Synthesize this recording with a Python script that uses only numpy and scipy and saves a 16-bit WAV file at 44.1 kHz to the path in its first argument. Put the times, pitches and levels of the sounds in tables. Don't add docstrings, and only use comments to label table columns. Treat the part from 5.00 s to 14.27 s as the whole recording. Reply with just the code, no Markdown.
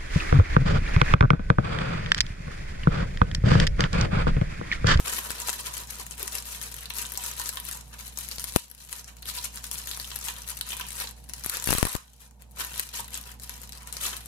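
import sys
import numpy as np
from scipy import signal
from scipy.fft import rfft, irfft, next_fast_len
from scipy.io import wavfile
from scipy.ndimage import uniform_filter1d, map_coordinates

SR = 44100
rng = np.random.default_rng(int(sys.argv[2]) if len(sys.argv) > 2 else 0)


def materialize(psi):
    bounded = np.clip(np.atleast_2d(psi).T, -1, 1)
    quanta = np.round(bounded * 32767).astype(np.int16)
    wavfile.write(sys.argv[1], SR, quanta)


N = 408807

# pitch_hz, level_db
HUM_PARTIALS = [(59.2, -48.5), (118.4, -62), (199.2, -68), (236.9, -69.5), (296, -83), (473, -73.5),
                (603, -79), (742, -73), (960, -82)]
# freq_hz, relative_db
AIR_SPECTRUM = [(47, -32), (80, -19), (136, -5.5), (242, -14), (346, -23.5), (734, -21), (839, -20),
                (937, -19.5), (1460, -49), (4730, -70), (8050, -56), (12300, -53), (16000, -49)]
# freq_hz, correlation
AIR_LIKENESS = [(60, 0.59), (130, 0.78), (300, 0.016), (1000, 0.33)]
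# time_s, level_db
RUSTLE_LEVEL = [(0.0, -30.5), (0.015, -43), (0.05, -42), (0.8, -71), (1.9, -80), (2.1, -47), (2.75, -48),
                (2.85, -57), (3.65, -52), (4.1, -62), (4.3, -67), (6.08, -44), (6.17, -74), (6.5, -43.5),
                (7.0, -49.5), (7.54, -78), (7.575, -64), (7.7, -43.5), (8.3, -76), (9.27, -50)]
# start_s, hold_s, bright_db, dull_re_bright_db
CRUNCHES = [(0.063, 0.027, -34.5, -5), (0.122, 0.065, -35.5, -5), (0.249, 0.006, -37.5, -5),
            (0.299, 0, -37.5, -6), (0.356, 0, -35.5, -6), (0.411, 0.0, -36, -5), (0.474, 0, -31.5, -6),
            (0.536, 0.0029, -32, -5.5), (0.592, 0, -34.5, -8.5), (0.664, 0, -33.5, -5),
            (0.741, 0.064, -39.5, -7.5), (0.893, 0.067, -44, -7), (1.001, 0.0069, -40, -8),
            (1.066, 0, -50, -15), (1.118, 0.0074, -44, -8.5), (1.198, 0.053, -41, -5),
            (1.328, 0.018, -40.5, -6), (1.347, 0.0074, -33.5, -8.5), (1.457, 0.11, -40.5, -11),
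            (1.617, 0.06, -40.5, -8), (1.717, 0, -44, -14), (1.768, 0.0025, -44, -4), (1.83, 0, -42, -2.5),
            (1.912, 0.0, -50, -8), (1.968, 0.047, -36.5, -7), (2.223, 0.047, -35, -9.5),
            (2.385, 0.04, -35.5, -11), (2.45, 0.031, -40, -12), (2.564, 0, -45.5, 1.5),
            (2.677, 0.071, -42, -12), (2.756, 0.046, -53, -6), (2.93, 0.008, -48.5, -2),
            (2.999, 0.0034, -41.5, -8.5), (3.065, 0, -41.5, -11), (3.183, 0.068, -43.5, -15),
            (3.319, 0.0076, -38, -9.5), (3.393, 0.068, -48, -18), (3.48, 0.0066, -41, -23),
            (3.58, 0.0036, -27, -29), (3.792, 0.044, -42, -14), (3.915, 0.072, -38, -10.5),
            (4.075, 0.01, -47.5, -4), (4.182, 0, -53.5, -8), (4.289, 0, -33, -14), (4.353, 0.02, -36, -9.5),
            (4.442, 0, -35, -29), (4.545, 0.02, -43, -7), (4.648, 0, -39, -17), (4.727, 0.014, -40, -12),
            (4.784, 0.031, -41, -11), (4.864, 0.084, -41.5, -12), (5.004, 0.075, -45, -14),
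            (5.117, 0.13, -48, -5), (5.246, 0, -35, -15), (5.286, 0, -35, -4.5), (5.378, 0, -46, -1),
            (5.505, 0.001, -38, -6), (5.616, 0.014, -58, -22), (5.673, 0.031, -39, -6.5),
            (5.808, 0, -51.5, 8.5), (5.996, 0.02, -33.5, -6.5), (6.175, 0.016, -55, -9),
            (6.238, 0, -56, -9), (6.303, 0.002, -62, 4), (6.37, 0.067, -53, -9), (6.47, 0.063, -40.5, -13),
            (6.533, 0.0039, -29, -1.5), (6.702, 0.075, -22, -6.5), (6.787, 0.003, -25, -7),
            (6.838, 0.057, -28, -6), (6.901, 0.046, -29.5, -10), (7.216, 0.022, -45.5, -10.5),
            (7.412, 0.0047, -57, -2), (7.51, 0.001, -63, -21), (7.603, 0, -30, -4),
            (7.781, 0.047, -37.5, -12), (7.949, 0.031, -32.5, -7.5), (8.133, 0.042, -40.5, -6.5),
            (8.268, 0.044, -49.5, -1), (8.426, 0.014, -44.5, -14), (8.488, 0.082, -49.5, -6),
            (8.613, 0.034, -48, -8), (8.752, 0.0076, -53.5, 1), (8.818, 0, -53, 4),
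            (8.881, 0.001, -48.5, 0), (8.94, 0.05, -46, -5), (9.015, 0.017, -37, -9.5),
            (9.049, 0.0095, -35, -4), (9.082, 0, -35, -9.5), (9.131, 0.0078, -43, 1.5),
            (9.16, 0, -42.5, -5)]
# time_s, level_db
FLAP_LEVEL = [(0, -50.5), (1.3, -49), (1.6, -55), (3.3, -60), (3.6, -49), (4.5, -56), (6.0, -70),
              (7.0, -51.5), (8.95, -61), (9.12, -56), (9.27, -48)]
# start_s, level_db, pitch_hz, push_re_level_db
BIG_SNAPS = [(0.0606, -29, 7900.0, -8), (0.0965, -21, 8300, -13), (0.1245, -23, 7800.0, -17),
             (0.1346, -23, 10500.0, -15), (0.1826, -22, 10600.0, -14), (0.1898, -22, 7900.0, -15),
             (0.2419, -28, 8900.0, -23), (0.2904, -28, 10000.0, -19), (0.3053, -14, 8500, -8),
             (0.4015, -21, 7800.0, -13), (0.4852, -19, 6740, -9), (0.4937, -14, 7900.0, -31),
             (0.5005, -17.5, 6840, -27), (0.5302, -17, 6800.0, -26), (0.5345, -28, 3900.0, -21),
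             (0.5395, -19.5, 10500.0, -16), (0.5976, -21, 11000.0, -14), (0.6808, -31, 6700.0, -10),
             (0.6971, -41, 5500.0, -14), (0.7392, -20.5, 11800.0, -35), (0.7517, -28, 6100.0, -10),
             (0.7679, -22, 11700.0, -20), (0.7793, -22.5, 10600.0, -25), (0.8359, -32, 7900.0, -15),
             (0.8731, -32, 7900.0, -18), (0.9049, -26, 6530, -21), (0.924, -32, 11400.0, -11),
             (0.9865, -31, 11800.0, -24), (0.9995, -32, 12700.0, -16), (1.0658, -22.5, 8300, -27),
             (1.11, -25, 7500.0, -13), (1.1198, -31, 8800.0, -14), (1.1325, -35, 8000.0, -21),
             (1.1729, -36, 9000.0, -21), (1.1799, -24.5, 7800.0, -30), (1.1961, -26, 12200.0, -23),
             (1.2196, -32, 7900.0, -20), (1.2295, -19, 12100.0, -24), (1.274, -22, 8000.0, -26),
             (1.2783, -18, 10000, -14), (1.3229, -27, 5900.0, -12), (1.331, -29, 6800.0, -21),
             (1.353, -20, 6800.0, -22), (1.3838, -23, 5500.0, -23), (1.4244, -28, 7000.0, -22),
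             (1.4632, -35, 8700.0, -26), (1.4818, -27, 7900.0, -17), (1.5437, -36, 12200.0, -15),
             (1.5485, -23.5, 7400, -18), (1.6148, -23, 6540, -25), (1.6195, -26, 11600.0, -20),
             (1.6275, -21.5, 11300.0, -27), (1.7231, -35, 5300.0, -21), (1.7422, -23.5, 10200.0, -34),
             (1.7658, -27, 11500.0, -20), (1.7868, -30, 3100.0, -18), (1.8083, -32, 12500.0, -21),
             (1.857, -24, 4300.0, -28), (1.8964, -39, 8000.0, -17), (1.9042, -19.5, 3320, -23),
             (1.9379, -29, 7400.0, -18), (1.9465, -29, 11700.0, -23), (1.9657, -24, 11800.0, -18),
             (1.9773, -20, 11500.0, -29), (1.9848, -18.5, 7500.0, -9), (2.0192, -22, 10200.0, -18),
             (2.0253, -19, 11700.0, -14), (2.0451, -32, 10400.0, -8), (2.0529, -25, 3360, -22),
             (2.0664, -26, 7300.0, -21), (2.0901, -32, 9700.0, -24), (2.1206, -21, 11900.0, -10),
             (2.1254, -32, 11500.0, -20), (2.1376, -26.5, 9300.0, -18), (2.1458, -25, 9000.0, -27),
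             (2.1622, -31, 5400.0, -22), (2.1748, -16, 7700, -31), (2.1971, -29, 3300.0, -18),
             (2.2219, -32, 11400.0, -21), (2.2383, -19, 7400, -26), (2.2626, -18, 10500.0, -19),
             (2.3159, -27, 7750, -16), (2.3362, -29, 9900.0, -26), (2.3665, -29, 9600.0, -22),
             (2.3917, -25, 7800.0, -19), (2.398, -20, 8300.0, -13), (2.4156, -23, 4400.0, -25),
             (2.4495, -27, 11500.0, -21), (2.4588, -22, 6500.0, -10), (2.4861, -26, 12500.0, -26),
             (2.4916, -13.5, 10500, -40), (2.5004, -28, 6700.0, -23), (2.5158, -33, 10400.0, -24),
             (2.5281, -27, 10400.0, -15), (2.5362, -29.5, 10400.0, -17), (2.5577, -23, 12200.0, -17),
             (2.5719, -20.5, 3430, -17), (2.6001, -21.5, 11000.0, -27), (2.6418, -36, 7900.0, -23),
             (2.6521, -24.5, 10400.0, -31), (2.6587, -37, 3200.0, -20), (2.6834, -30, 4200.0, -17),
             (2.6877, -22.5, 11800.0, -6), (2.692, -22, 11100.0, -9), (2.713, -24, 9900.0, -28),
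             (2.7272, -32, 11900.0, -27), (2.7481, -34, 12000.0, -17), (2.7643, -33, 10500.0, -22),
             (2.773, -27, 6950, -15), (2.8802, -43, 9500.0, -21), (2.932, -43, 10500.0, -20),
             (2.9409, -35.5, 3000.0, 5), (2.9912, -33.5, 5000.0, -3), (3.1742, -21, 6800, -23),
             (3.1877, -19, 13000.0, -16), (3.2098, -25.5, 11700.0, -25), (3.2299, -37, 10300.0, -23),
             (3.2342, -34, 9600.0, -20), (3.2483, -30, 9000.0, -19), (3.288, -23, 10800.0, -22),
             (3.314, -23.5, 4700.0, -12), (3.3623, -30, 11800.0, -25), (3.3833, -23, 4540, -24),
             (3.3962, -22, 8700.0, -26), (3.4057, -27, 11000.0, -25), (3.4175, -20.5, 11300.0, -28),
             (3.4418, -14.5, 10000.0, -38), (3.4874, -29, 11200.0, -25), (3.5029, -34, 10200.0, -21),
             (3.5231, -28, 7800.0, -28), (3.5323, -32, 8800.0, -27), (3.5383, -28, 10400.0, -23),
             (3.5507, -27, 11700.0, -15), (3.5572, -25, 4000.0, -6), (3.5615, -5, 10000, -18),
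             (3.569, -11.5, 9900.0, -18), (3.5936, -23, 10800.0, -18), (3.6819, -32, 11300.0, -20),
             (3.7008, -26, 10200.0, -17), (3.7141, -20.5, 12100.0, -16), (3.7492, -25, 11500.0, -25.5),
             (3.8048, -30, 4400.0, -21), (3.8244, -34, 9970, -21), (3.8496, -28, 9700.0, -24),
             (3.875, -33, 11000.0, -26), (3.8893, -29.5, 4200.0, -25), (3.8938, -21.5, 9620, -26),
             (3.9211, -27, 11100.0, -24), (3.9281, -13.5, 9700, -26), (3.9546, -28, 5300.0, -19),
             (3.9638, -25, 10900.0, -29), (4.0103, -34, 8800.0, -21), (4.0437, -29, 5600.0, -22),
             (4.079, -28.5, 6500.0, -8), (4.1684, -33.5, 8800.0, -27), (4.2232, -30, 11600.0, -17),
             (4.2275, -28.5, 4300.0, -5), (4.2562, -29, 3440, -15), (4.2724, -33, 11300.0, -24),
             (4.2874, -24.5, 4060, -11), (4.2987, -21, 4300.0, -20), (4.3163, -38, 5300.0, -20),
             (4.339, -29, 6700.0, -20), (4.3446, -33, 12300.0, -23), (4.3519, -27, 11000.0, -19),
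             (4.3816, -30, 4700.0, -8), (4.3866, -23, 3900.0, -20), (4.4265, -28, 11000.0, -24),
             (4.4449, -22, 11400.0, -21), (4.4543, -19.5, 11900.0, -31), (4.5044, -40, 6200.0, -21),
             (4.5586, -28, 10100.0, -27), (4.5734, -25, 5300.0, -6), (4.5817, -33, 7000.0, -14),
             (4.6209, -44, 9300.0, -19), (4.6412, -21.5, 10000.0, -20), (4.6566, -34, 11700.0, -23),
             (4.6676, -31, 9000.0, -25), (4.6921, -39, 4300.0, -21), (4.7141, -18, 9600.0, -31),
             (4.73, -27, 11300.0, -26), (4.7494, -25, 11300.0, -17), (4.7557, -26, 3400.0, -19),
             (4.7824, -27, 6200, -35), (4.7883, -25, 11800.0, -28), (4.8163, -34, 11200.0, -23),
             (4.8381, -30, 4300.0, -15), (4.8583, -32, 4300.0, -21), (4.8729, -22, 6500.0, -29),
             (4.8793, -29, 3400.0, -25), (4.8934, -34, 11800.0, -20), (4.9055, -27, 11300.0, -22),
             (4.9134, -19.5, 4260, -23), (4.952, -36, 5500.0, -26), (4.974, -23, 10000.0, -6),
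             (4.9806, -33, 9100.0, -18), (4.9992, -21.5, 4380, -27), (5.0149, -30, 10000.0, -21),
             (5.028, -29, 11500.0, -27), (5.0451, -25.5, 3380, -20), (5.0517, -37, 5300.0, -23),
             (5.0713, -30, 12300.0, -19), (5.0836, -29, 11500.0, -30), (5.1045, -27.5, 5300.0, -24),
             (5.1161, -26, 3200.0, -18), (5.1293, -33, 11800.0, -26), (5.1426, -33, 11300.0, -25),
             (5.1483, -30, 11800.0, -26), (5.1603, -18, 10500, -28), (5.1891, -24, 10700.0, -33),
             (5.2121, -29, 6200.0, -21), (5.2263, -29, 8600.0, -18), (5.2429, -30, 10300.0, -20),
             (5.2502, -23.5, 9300.0, -17), (5.2568, -25, 10400.0, -25), (5.2642, -23, 10500.0, -26),
             (5.2846, -18, 3330, -18), (5.2887, -27, 3400.0, -4), (5.3231, -36, 3200.0, -18),
             (5.3643, -28, 3280, -14), (5.385, -29, 8700.0, -20), (5.4079, -37, 4200.0, -20),
             (5.4197, -27.5, 6000.0, -25), (5.4345, -45, 5300.0, -15), (5.4439, -37, 3200.0, -15),
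             (5.4659, -31, 11800.0, -21), (5.4774, -21, 10500.0, -30), (5.4883, -21, 10900.0, -25),
             (5.4971, -20, 10400.0, -23), (5.5035, -20, 9100, -25), (5.5118, -26, 9900.0, -27),
             (5.5164, -27, 7500.0, -19), (5.5705, -25, 11900, -26), (5.5746, -29, 6800.0, -11),
             (5.5895, -29, 7900.0, -23), (5.6114, -16, 3900, -28), (5.6236, -32, 7800.0, -26),
             (5.6818, -30, 5300.0, -22), (5.705, -25, 3200.0, -27), (5.7125, -33, 11800.0, -16),
             (5.7206, -21.5, 3170, -11), (5.7337, -26, 7500.0, -11), (5.7507, -27, 12100.0, -31),
             (5.7683, -26, 10600.0, -23), (5.7732, -24, 11100.0, -27), (5.798, -25, 12000.0, -15),
             (5.8114, -17, 3170, -14), (5.827, -33, 6800.0, -18), (5.852, -33, 3000.0, -27),
             (5.8597, -34, 3400.0, -20), (5.8674, -28, 11600.0, -23), (5.8865, -28, 10300.0, -22),
             (5.8916, -29, 11500.0, -31), (5.9056, -26, 10200.0, -23), (5.9189, -26, 6100.0, -21),
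             (5.9295, -26, 10100.0, -22), (5.9547, -28, 11100.0, -25), (5.9683, -28, 7500.0, -15),
             (5.9878, -32, 6800.0, -22), (6.001, -18, 4220, -24), (6.0064, -31, 11600.0, -16),
             (6.0381, -29, 11200.0, -21), (6.0728, -28, 4400.0, -18), (6.0908, -28, 11900.0, -27),
             (6.103, -40, 3300.0, -15), (6.1107, -31, 11300.0, -23), (6.2411, -39, 10900.0, -17),
             (6.2837, -49, 9500.0, -16), (6.2901, -29, 9900.0, -20), (6.2959, -23, 9700, -28),
             (6.3361, -20, 9700, -30), (6.3658, -32, 9800.0, -25), (6.3814, -31, 9900.0, -20),
             (6.3962, -34, 11400.0, -27), (6.438, -25, 5860, -24), (6.4462, -20, 11700, -14),
             (6.4617, -17, 10000.0, -17), (6.4828, -33, 9300.0, -22), (6.4974, -12, 11600, -29),
             (6.5143, -22, 11400.0, -25), (6.5423, -17, 10000.0, -19), (6.5532, -23, 4400.0, -27),
             (6.5702, -15.5, 10000.0, -18), (6.5992, -18.5, 6900.0, -20), (6.6237, -18, 7550, -9),
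             (6.6415, -16, 7600, -21), (6.6554, -23, 5600.0, -20), (6.6737, -11, 9000, -20),
             (6.6903, -17, 3000.0, -4), (6.7064, -4, 12000.0, -9), (6.7212, -6, 10600.0, -8),
             (6.7287, -6, 10600.0, -6), (6.7369, 1, 12100.0, -16), (6.751, -6.5, 3300.0, -10),
             (6.7741, -10, 3180, -5), (6.7836, -1, 9200, -14), (6.812, -9, 10800.0, -19),
             (6.8288, 0, 9850, -9), (6.8528, -3.5, 8500.0, 0), (6.8694, -4.5, 11100, -22),
             (6.8856, -21, 11400.0, -19), (6.9474, -15, 6800.0, -5), (6.9522, -12.5, 10100.0, -4),
             (6.9641, -11.5, 10300.0, -22), (7.0799, -36, 3400.0, -16), (7.1013, -40, 7900.0, -16),
             (7.1333, -37, 7600.0, -20), (7.1642, -37, 12900.0, -27), (7.1971, -42, 12600.0, -18),
             (7.2046, -36, 5800.0, -16), (7.2171, -38, 7000.0, -22), (7.2274, -41, 10900.0, -22),
             (7.2442, -39, 9800.0, -18), (7.3104, -36, 10100, -31), (7.4165, -42, 11400, -19),
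             (7.4215, -30, 11600, -18), (7.5112, -42, 12000.0, -13), (7.5174, -39, 12100.0, -23),
             (7.5839, -34, 10500.0, -17), (7.5915, -20, 13100.0, -15), (7.6079, -23, 7800.0, -5),
             (7.6124, -21, 3400.0, -12), (7.6195, -28, 3200.0, -9), (7.6482, -23.5, 10800.0, -15),
             (7.6671, -30, 11600.0, -18), (7.7196, -31, 11800.0, -18), (7.7339, -29, 10700.0, -6),
             (7.7415, -29, 3220, -23), (7.759, -34, 11100.0, -17), (7.7795, -25, 11200.0, -24),
             (7.786, -29, 3500.0, -19), (7.7961, -11, 8500, -44), (7.8023, -17, 8100.0, -24),
             (7.8338, -24, 9900.0, -29), (7.8904, -26.5, 6000.0, -16), (7.915, -35, 3500.0, -28),
             (7.9371, -25.5, 4300.0, -11), (7.9416, -26, 5200.0, -20), (7.9639, -28, 8200.0, -22),
             (7.9887, -23, 11300.0, -19), (7.9974, -27, 9600.0, -13), (8.0039, -24, 11200.0, -16),
             (8.0445, -32, 10200.0, -20.5), (8.0574, -34, 4200.0, -15), (8.0831, -32, 3520, -16),
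             (8.1063, -32, 11700.0, -21), (8.1349, -27, 5300.0, -21), (8.1431, -20.5, 7700.0, -20),
             (8.1532, -23, 3480, -20), (8.1755, -21.5, 12000.0, -14), (8.1917, -37, 3100.0, -13),
             (8.2133, -31, 11800.0, -14), (8.229, -34, 9000.0, -14), (8.2386, -34, 5800.0, -17),
             (8.2563, -35, 5200.0, -17), (8.2746, -35, 8400.0, -27.5), (8.2921, -33.5, 3300.0, -3),
             (8.3045, -39, 8600.0, -12), (8.3174, -32, 11200.0, -22), (8.3401, -40, 10900.0, -18),
             (8.3912, -44, 11600.0, -19), (8.3983, -29, 7500.0, -27), (8.423, -34, 11600.0, -20),
             (8.435, -26, 8900.0, -29), (8.4754, -39, 5300.0, -11), (8.4948, -22, 7050, -33),
             (8.5068, -35, 3400.0, -20), (8.5229, -38, 3600.0, -21), (8.5398, -32, 6000.0, -14),
             (8.5569, -36, 11800.0, -17), (8.5791, -34, 10600.0, -5), (8.6168, -28.5, 10100.0, -23),
             (8.6339, -28, 12900.0, -13), (8.6388, -33, 9000.0, -15), (8.6749, -35.5, 5300.0, -14),
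             (8.6932, -31, 7440, -28), (8.7227, -29.5, 5230, -27), (8.7311, -31, 8000, -27),
             (8.752, -36, 4200.0, -18), (8.7751, -32, 10900.0, -10), (8.7818, -35, 5300.0, -23),
             (8.831, -33, 8000.0, -15), (8.8602, -44, 11800.0, -26), (8.8733, -26.5, 7440, -28),
             (8.9265, -21, 8850, -21), (8.9387, -30, 7500.0, -14), (8.9682, -21, 5900, -27),
             (9.0119, -27, 7500.0, -29), (9.0215, -29, 8900.0, -21), (9.0322, -28, 10100.0, -19),
             (9.0373, -20, 7200.0, -11), (9.0465, -19.5, 10400.0, -17), (9.054, -20.5, 3400.0, -13),
             (9.0629, -19, 7400.0, -19), (9.0828, -24, 7000.0, -8), (9.0927, -28, 10000.0, -21),
             (9.1089, -33, 7100.0, -19), (9.1669, -20.5, 9000.0, -17), (0.1509, -29, 10200, -21),
             (0.1659, -24, 11000, -21), (0.2342, -27, 11400, -24), (0.3165, -24, 11000, -22),
             (0.3711, -34, 8300, -18), (0.4185, -24, 6700, -19), (0.4732, -23, 12700, -17),
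             (0.4769, -22, 11000, -21), (0.6107, -26, 10300, -18), (0.6564, -25, 11700, -24),
             (0.9081, -25, 11700, -21), (0.9662, -35, 7400, -4), (1.2977, -34, 8400, -17),
             (1.3273, -27, 12200, -20), (1.3873, -27, 10900, -21), (1.4415, -39, 7200, -28),
             (1.7162, -30, 11500, -19), (1.784, -31, 12900, -15), (1.8331, -33, 9800, -19),
             (1.901, -22, 10500, -19), (1.9555, -30, 10500, -20), (1.9692, -25, 11400, -27),
             (2.0594, -27, 6400, -20), (2.1546, -24.5, 3600, -15), (2.1913, -26, 11200, -17),
             (2.3134, -24, 6500, -22), (2.3294, -32, 4000, -23), (2.381, -25.5, 11000, -9),
             (2.9149, -39, 11700, -27), (3.0796, -29, 10700, -17), (3.1605, -36, 3800, -14),
             (3.206, -28, 12900, -26), (3.271, -38, 5000, -18), (3.2808, -31, 7100, -18),
             (3.3588, -28, 11500, -31), (3.4903, -27, 11700, -26), (3.5443, -33, 11700, -19),
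             (3.9664, -30, 11400, -27), (3.9756, -30, 7400, -25), (4.3285, -39, 11900, -24),
             (4.3651, -21, 11700, -17), (4.4422, -23, 7100, -27), (4.5237, -39, 7400, -23),
             (4.934, -30, 3800, -13), (4.9469, -27, 5500, -23), (5.0748, -31, 6400, -21),
             (5.1005, -32, 7900, -19), (5.1573, -23, 11700, -13), (5.3394, -32, 11400, -16),
             (5.3565, -35, 3400, -22), (5.6, -40.5, 2900, -4), (5.6667, -29, 11000, -13),
             (5.6899, -25, 9600, -23), (5.731, -22, 2860, -10), (5.9605, -30, 10900, -26),
             (5.9632, -31, 9500, -24), (6.3624, -35, 9100, -21), (6.6606, -17, 9800, -18),
             (6.686, -17, 9000, -15), (6.7033, -10, 10300, -21), (7.1366, -39, 11400, -25),
             (7.6386, -27, 11500, -20), (7.6703, -30, 6900, -18), (7.7171, -34, 2900, -21),
             (7.7922, -26, 11200, -26), (7.8686, -28, 11500, -27), (8.08, -32, 12200, -19),
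             (8.4208, -31, 12400, -30), (8.8215, -39, 11000, -13), (9.0141, -24, 8500, -22),
             (9.131, -28, 2900, -13), (9.1622, -33, 6000, -15), (9.2588, -29, 10900, -24)]
# start_s, level_db, centre_pitch_hz
KNOCKS = [(0.075, -32, 940), (0.256, -36, 970), (0.483, -25.5, 960), (0.596, -33, 980), (0.675, -30, 950),
          (0.965, -41, 1400), (0.996, -34, 920), (1.201, -31.5, 725), (1.228, -34, 470), (1.359, -42, 980),
          (2.043, -33.5, 1420), (2.173, -34, 940), (2.399, -30, 974), (2.526, -38, 950),
          (2.747, -37.5, 950), (5.281, -35, 960), (5.795, -33, 1280), (5.808, -53, 1000), (6.007, -32, 950),
          (6.043, -33.5, 715), (6.698, -20, 980), (6.785, -15.5, 980), (6.866, -16, 980),
          (6.955, -23, 1300), (7.568, -38, 1030), (7.61, -28.5, 1250), (7.717, -38, 1290),
          (7.993, -32.5, 1000), (9.128, -34.5, 977)]
# start_s, step_db, signed_direction_factor, decay_ms
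CHARGE_POPS = [(0.305, -12, 0.34, 1), (3.383, -28.5, 0.98, 2.4), (3.562, 7, 0.78, 0.83),
               (3.569, -10, -1.15, 0.8), (6.462, -14.5, 0.81, 0.66), (6.6738, -9, 0.84, 1.5),
               (6.6904, -1, -0.67, 2.2), (6.707, -0.5, 1, 1.4), (6.7214, -1.5, -0.77, 1.5),
               (6.7287, 11.5, -0.96, 0.34), (6.737, -9, 1, 1.9), (6.751, 1.5, 0.96, 3.3),
               (6.784, -2, 1, 2.4), (6.829, 9.5, -1.23, 2), (6.8525, 1, -1.2, 2), (6.869, -10, 1, 2.1),
               (6.9522, 1.5, 1, 2.1)]
# freq_hz, relative_db
FILM_COLOUR = [(100, -29.5), (250, -13.5), (550, -10.5), (960, -7.5), (1300, -7.5), (2000, -4.5),
               (4800, -3.5), (10800, -2), (13000, -4), (15700, -17.5), (16000, -28)]
# freq_hz, left_over_right_db
PHONE_SHADOW = [(60, 43), (110, 39), (200, -28), (380, 9), (700, -2.5), (1290, -1.5), (2380, 1),
                (4400, 0.5), (8120, 3.5), (15000, 13.5)]
# centre_hz, width_hz, gain_db
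LEFT_BELLS = [(1550, 130, 4.5), (1950, 75, 3.5), (2230, 420, -0.5), (2930, 280, -5)]
# centre_hz, width_hz, gain_db
RIGHT_BELLS = [(380, 60, -3), (510, 40, 8), (565, 40, -7), (680, 50, -7), (755, 40, 3), (785, 20, -5),
               (850, 40, -7), (968, 60, 12.5), (1090, 180, 6), (1255, 40, 4), (1490, 50, 2), (1811, 60, 3),
               (2080, 250, -5), (2300, 80, -4), (2436, 100, 3), (3030, 120, 5.5), (3300, 300, -3),
               (4010, 140, 6), (4720, 200, -5), (7200, 1500, 2), (11700, 1500, -3)]
# freq_hz, t60_s
ROOM_DECAY = [(300, 0.22), (2000, 0.28), (8000, 0.22), (15000, 0.038)]
# freq_hz, t60_s
NEAR_DECAY = [(300, 0.036), (15000, 0.032)]

RISE_DB_PER_S, FALL_DB_PER_S = 522, 300
RUSTLE_DULL_DB = -8
FLAP_GROWTH = 0.87
TICKS_PER_S, TICK_DB, TICK_SPREAD_DB = 40, -45, 2
TICK_GROWTH, TICK_EFFORT_REF_DB = 0.83, -42
TICK_LO_HZ, TICK_HI_HZ, TICK_PUSH_DB = 3900, 12200, -16
WIDE_HZ, WIDE_CYCLES = 4200, 7
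KNOCK_CYCLES, KNOCK_SPREAD = 1.57, 0.25
DIRECT_HZ, TABLE_S = 2480, 0.001535
SCATTER_HZ = 1520
TOP_HZ = 16450


def amp(db):
    return 10 ** (np.asarray(db) / 20)


def unit(x):
    return x / np.sqrt(np.mean(x ** 2) + 1e-20)


def along(points, hz):
    f, v = np.transpose(points)
    return np.interp(np.log(hz + 1), np.log(f + 1), v)


def track(points):
    return np.interp(np.arange(N) / SR, *np.transpose(points))


def bells(rows, hz):
    return amp(sum(db / (1 + ((hz - centre) / width * 2) ** 2) for centre, width, db in rows))


def wobble(rate):
    knots = rng.standard_normal(int(N * rate / SR) + 4)
    return map_coordinates(knots, [np.arange(N) * rate / SR])


def filtered(x, response):
    m = next_fast_len(N + SR // 2)
    return irfft(rfft(x, m) * response(np.fft.rfftfreq(m, 1 / SR)), m)[..., :N]


def coloured(x, gain):
    size = 4096
    cepstrum = irfft(np.log(np.maximum(gain(np.fft.rfftfreq(size, 1 / SR)), 1e-6)))
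    cepstrum[1:size // 2] *= 2
    cepstrum[size // 2 + 1:] = 0
    pulse = irfft(np.exp(rfft(cepstrum)))[:size // 2]
    return signal.fftconvolve(x, pulse)[:N]


def grains(start_s, size, hz, cycles, phase, count):
    t = np.arange(count) / SR
    decay = np.exp(-t * (hz / cycles)[:, None])
    wave = size[:, None] * np.sin(2 * np.pi * (hz[:, None] * t + phase[:, None])) * decay
    at = np.round(start_s * SR).astype(int)[:, None] + np.arange(count)
    return np.bincount(at.ravel(), wave.ravel(), N + SR)[:N]


def echoes(x, decay, channels, size, count):
    parts = np.pad(x, (0, -N % count)).reshape(-1, 1, count)
    noise = rng.standard_normal((len(parts), channels, size))
    hz, t, spectrum = signal.stft(noise, SR, nperseg=128)
    fade = amp(-60 * t / along(decay, hz)[:, None])
    tails = signal.istft(spectrum * fade, SR, nperseg=128)[1]
    tails /= np.linalg.norm(tails, axis=2, keepdims=True)
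    wet = signal.fftconvolve(parts, tails, axes=2)
    out = np.zeros((channels, N + SR))
    for k, part in enumerate(wet):
        out[:, k * count:][:, :part.shape[1]] += part
    return out[:, :N]


def background():
    t = np.arange(N) / SR
    hum = np.zeros(N)
    for hz, db in HUM_PARTIALS:
        level = np.sqrt(2) * amp(db + 0.18 * wobble(9.2))
        hum += level * np.sin(2 * np.pi * (hz * t + 0.043 * wobble(5)))

    def mid_side_gain(hz):
        angle = np.arccos(np.clip(along(AIR_LIKENESS, hz), -1, 1)) / 2
        return amp(along(AIR_SPECTRUM, hz)) * [np.cos(angle), np.sin(angle)]

    mid, side = filtered(rng.standard_normal((2, N)), mid_side_gain)
    air = amp(-57.0) * unit(np.array([mid + side, mid - side]))
    return hum * amp([[-1.3], [1.2]]) + air * amp([[-1.5], [1.5]])


def effort():
    t = np.arange(0, N / SR + .002, .001)
    start_s, hold_s, db, dull_db = np.transpose(CRUNCHES)[..., None]
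    rise_db = RISE_DB_PER_S * np.maximum(start_s - t, 0)
    fall_db = FALL_DB_PER_S * np.maximum(t - start_s - hold_s, 0)
    crunch = amp(2 * (db - rise_db - fall_db))
    rustle = amp(2 * np.interp(t, *np.transpose(RUSTLE_LEVEL)))
    bright = rustle + crunch.sum(axis=0)
    dull = rustle * amp(2 * RUSTLE_DULL_DB) + (crunch * amp(2 * dull_db)).sum(axis=0)
    return [np.interp(np.arange(N) / SR, t, 10 * np.log10(power)) for power in (bright, dull)]


def creases(lo_hz, hi_hz, per_second, spread_db, cycles):
    u = rng.random((int(per_second * N / SR), 4))
    hz = lo_hz + (hi_hz - lo_hz) * u[:, 1]
    db = np.minimum(-spread_db * np.log(u[:, 2] + 1e-9), 4 * spread_db)
    count = int(8 * SR / (lo_hz + 1500))
    return unit(grains(u[:, 0] * N / SR, amp(db) * np.sqrt(hz), hz, cycles, u[:, 3], count))


def crackle():
    bright_db, dull_db = effort()
    clumps = 0.15 * wobble(25) + 1.1 * wobble(90) + 0.57 * wobble(300)
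    bright = creases(lo_hz=2390, hi_hz=14200, per_second=3000, spread_db=4.5, cycles=0.85)
    dull = creases(lo_hz=686, hi_hz=2900, per_second=1800, spread_db=3, cycles=0.46)
    flap = creases(lo_hz=120, hi_hz=800, per_second=600, spread_db=1.5, cycles=1.0)
    flap_db = track(FLAP_LEVEL) + FLAP_GROWTH * (dull_db + 51.0)
    flexed = amp(dull_db + 2.5) * dull + amp(flap_db) * flap
    return amp(bright_db - 1.5 + 1.6 * clumps) * bright + amp(1.73 * clumps - 1.5) * flexed


def ticks():
    u = rng.random((int(TICKS_PER_S * N / SR), 4))
    start_s = .01 + u[:, 0] * (N / SR - .03)
    effort_db = effort()[0][(start_s * SR).astype(int)]
    db = TICK_DB + TICK_GROWTH * (effort_db - TICK_EFFORT_REF_DB)
    db -= TICK_SPREAD_DB * np.log(u[:, 1] + 0.018)
    hz = TICK_LO_HZ + (TICK_HI_HZ - TICK_LO_HZ) * np.sqrt(u[:, 2])
    return np.transpose([start_s, db, hz, TICK_PUSH_DB + 14 * (u[:, 3] - .5)])


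def snaps():
    start_s, db, hz, push_db = np.vstack([BIG_SNAPS, ticks()]).T
    u = rng.random((len(start_s), 3))
    size = amp(db)
    wide = 1 / (1 + (hz / WIDE_HZ) ** 6)
    t = np.arange(-120, 500) / SR
    after = np.maximum(t, 0)

    creak = 0.093 * np.exp(t / 0.0011)
    burst = amp(-60 * after / (0.0013 + 0.0026 * u[:, 2:] ** 2)) + 0.093 * amp(-60 * after / 0.022)
    shape = np.where(t < 0, creak, burst)
    hiss = rng.standard_normal((len(start_s), len(t) + 1))
    thinning = np.clip(0.77 * hz[:, None] / 12000, 0, 1)
    crack = (hiss[:, 1:] - thinning * hiss[:, :-1]) * shape
    crack *= np.linalg.norm(shape, axis=1).mean() / np.linalg.norm(crack, axis=1, keepdims=True)
    crack += 0.29 * uniform_filter1d(hiss[:, 1:], size=5, axis=1) * (t > 0) * amp(-60 * after / 0.011)
    crack *= (size * (1 - 0.4 * wide))[:, None]
    at = np.round((start_s[:, None] + t) * SR).astype(int)
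    cracks = np.bincount(at.ravel(), crack.ravel(), N + SR)[:N]

    ring = grains(start_s, 1.58 * size, hz, 1.56, u[:, 0] / 4, count=96)
    for k in range(3):
        partial_hz = hz * (0.8 + 0.4 * u[:, k])
        ring += grains(start_s + 0.0012 * k, 0.3 * size * wide, partial_hz, WIDE_CYCLES, u[:, k - 1], count=500)
    push = grains(start_s, 1.8 * size * amp(push_db), 800 + 1200 * u[:, 1], 0.65, u[:, 2], count=256)
    return ring + push + 1.186 * cracks


def knocks():
    start_s, db, hz = np.repeat(KNOCKS, 3, axis=0).T
    u = rng.random((len(start_s), 2))
    partial_hz = hz * np.exp(KNOCK_SPREAD * (2 * u[:, 1] - 1))
    onset_s = start_s + 0.00385 * u[:, 0]
    return grains(onset_s, amp(db), partial_hz, KNOCK_CYCLES, np.zeros(len(hz)), count=900)


def film():
    bed, near = crackle(), snaps() + amp(4.5) * knocks()
    source = bed + near
    room = echoes(np.pad(source, (130, 0))[:N], ROOM_DECAY, channels=2, size=SR // 4, count=1500)

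    straight = 0.94 * source + 0.42 * echoes(source, NEAR_DECAY, channels=1, size=1024, count=600)[0]

    late = np.pad(bed + amp(-3.0) * near, (27, 0))[:N]
    direct = filtered(late, lambda f: (0.34 + 0.5 * np.exp(-2j * np.pi * f * TABLE_S)) / (1 + 1j * f / DIRECT_HZ))
    scattered = filtered(late, lambda f: f / (f - 1j * SCATTER_HZ))
    round_about = direct + 1.106 * echoes(scattered, NEAR_DECAY, channels=1, size=1024, count=600)[0]

    def left_gain(f):
        return amp(along(FILM_COLOUR, f) + along(PHONE_SHADOW, f) / 2 + 5.0) * bells(LEFT_BELLS, f)

    def right_gain(f):
        return amp(along(FILM_COLOUR, f) - along(PHONE_SHADOW, f) / 2 + 4.5) * bells(RIGHT_BELLS, f)

    left = coloured(straight + amp(-12.0) * room[0], left_gain)
    right = coloured(round_about + amp(-7.5) * room[1], right_gain)
    return np.array([left, right])


def pops():
    out, t = np.zeros(N + SR), np.arange(SR // 4) / SR
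    for start_s, db, direction, decay_ms in CHARGE_POPS:
        step = np.exp(-t * 1000 / decay_ms) * (1 - np.exp(-t / .00006))
        spike = np.exp(-t / .00003)
        fizz = 0.047 * rng.standard_normal(len(t)) * amp(-60 * t / 0.0019)
        out[round(start_s * SR) - 4:][:len(t)] += direction * amp(db) * (step - spike + fizz)
    return filtered(out[:N], lambda f: 1j * f / (1j * f + 35))


def scene():
    return film() + background() + pops() * np.array([[1], [0]])


def record(dry, knee_db=-15, slope=0.72, back_db_per_s=17):
    power = uniform_filter1d(np.max(dry ** 2, axis=0), size=16)
    loud_db = 10 * np.log10(np.abs(power) + 1e-12)
    wanted_db = np.maximum(slope * (np.minimum(loud_db, 3) - knee_db), 0)
    ramp_db = back_db_per_s * np.arange(N) / SR
    duck_db = np.maximum.accumulate(wanted_db + ramp_db) - ramp_db
    duck_db = uniform_filter1d(duck_db, size=600, origin=299)
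    clipped = np.clip(dry * amp(-duck_db), -.97, .97)
    return filtered(clipped, lambda hz: hz < TOP_HZ)


dry = scene()
out = record(dry)
materialize(out)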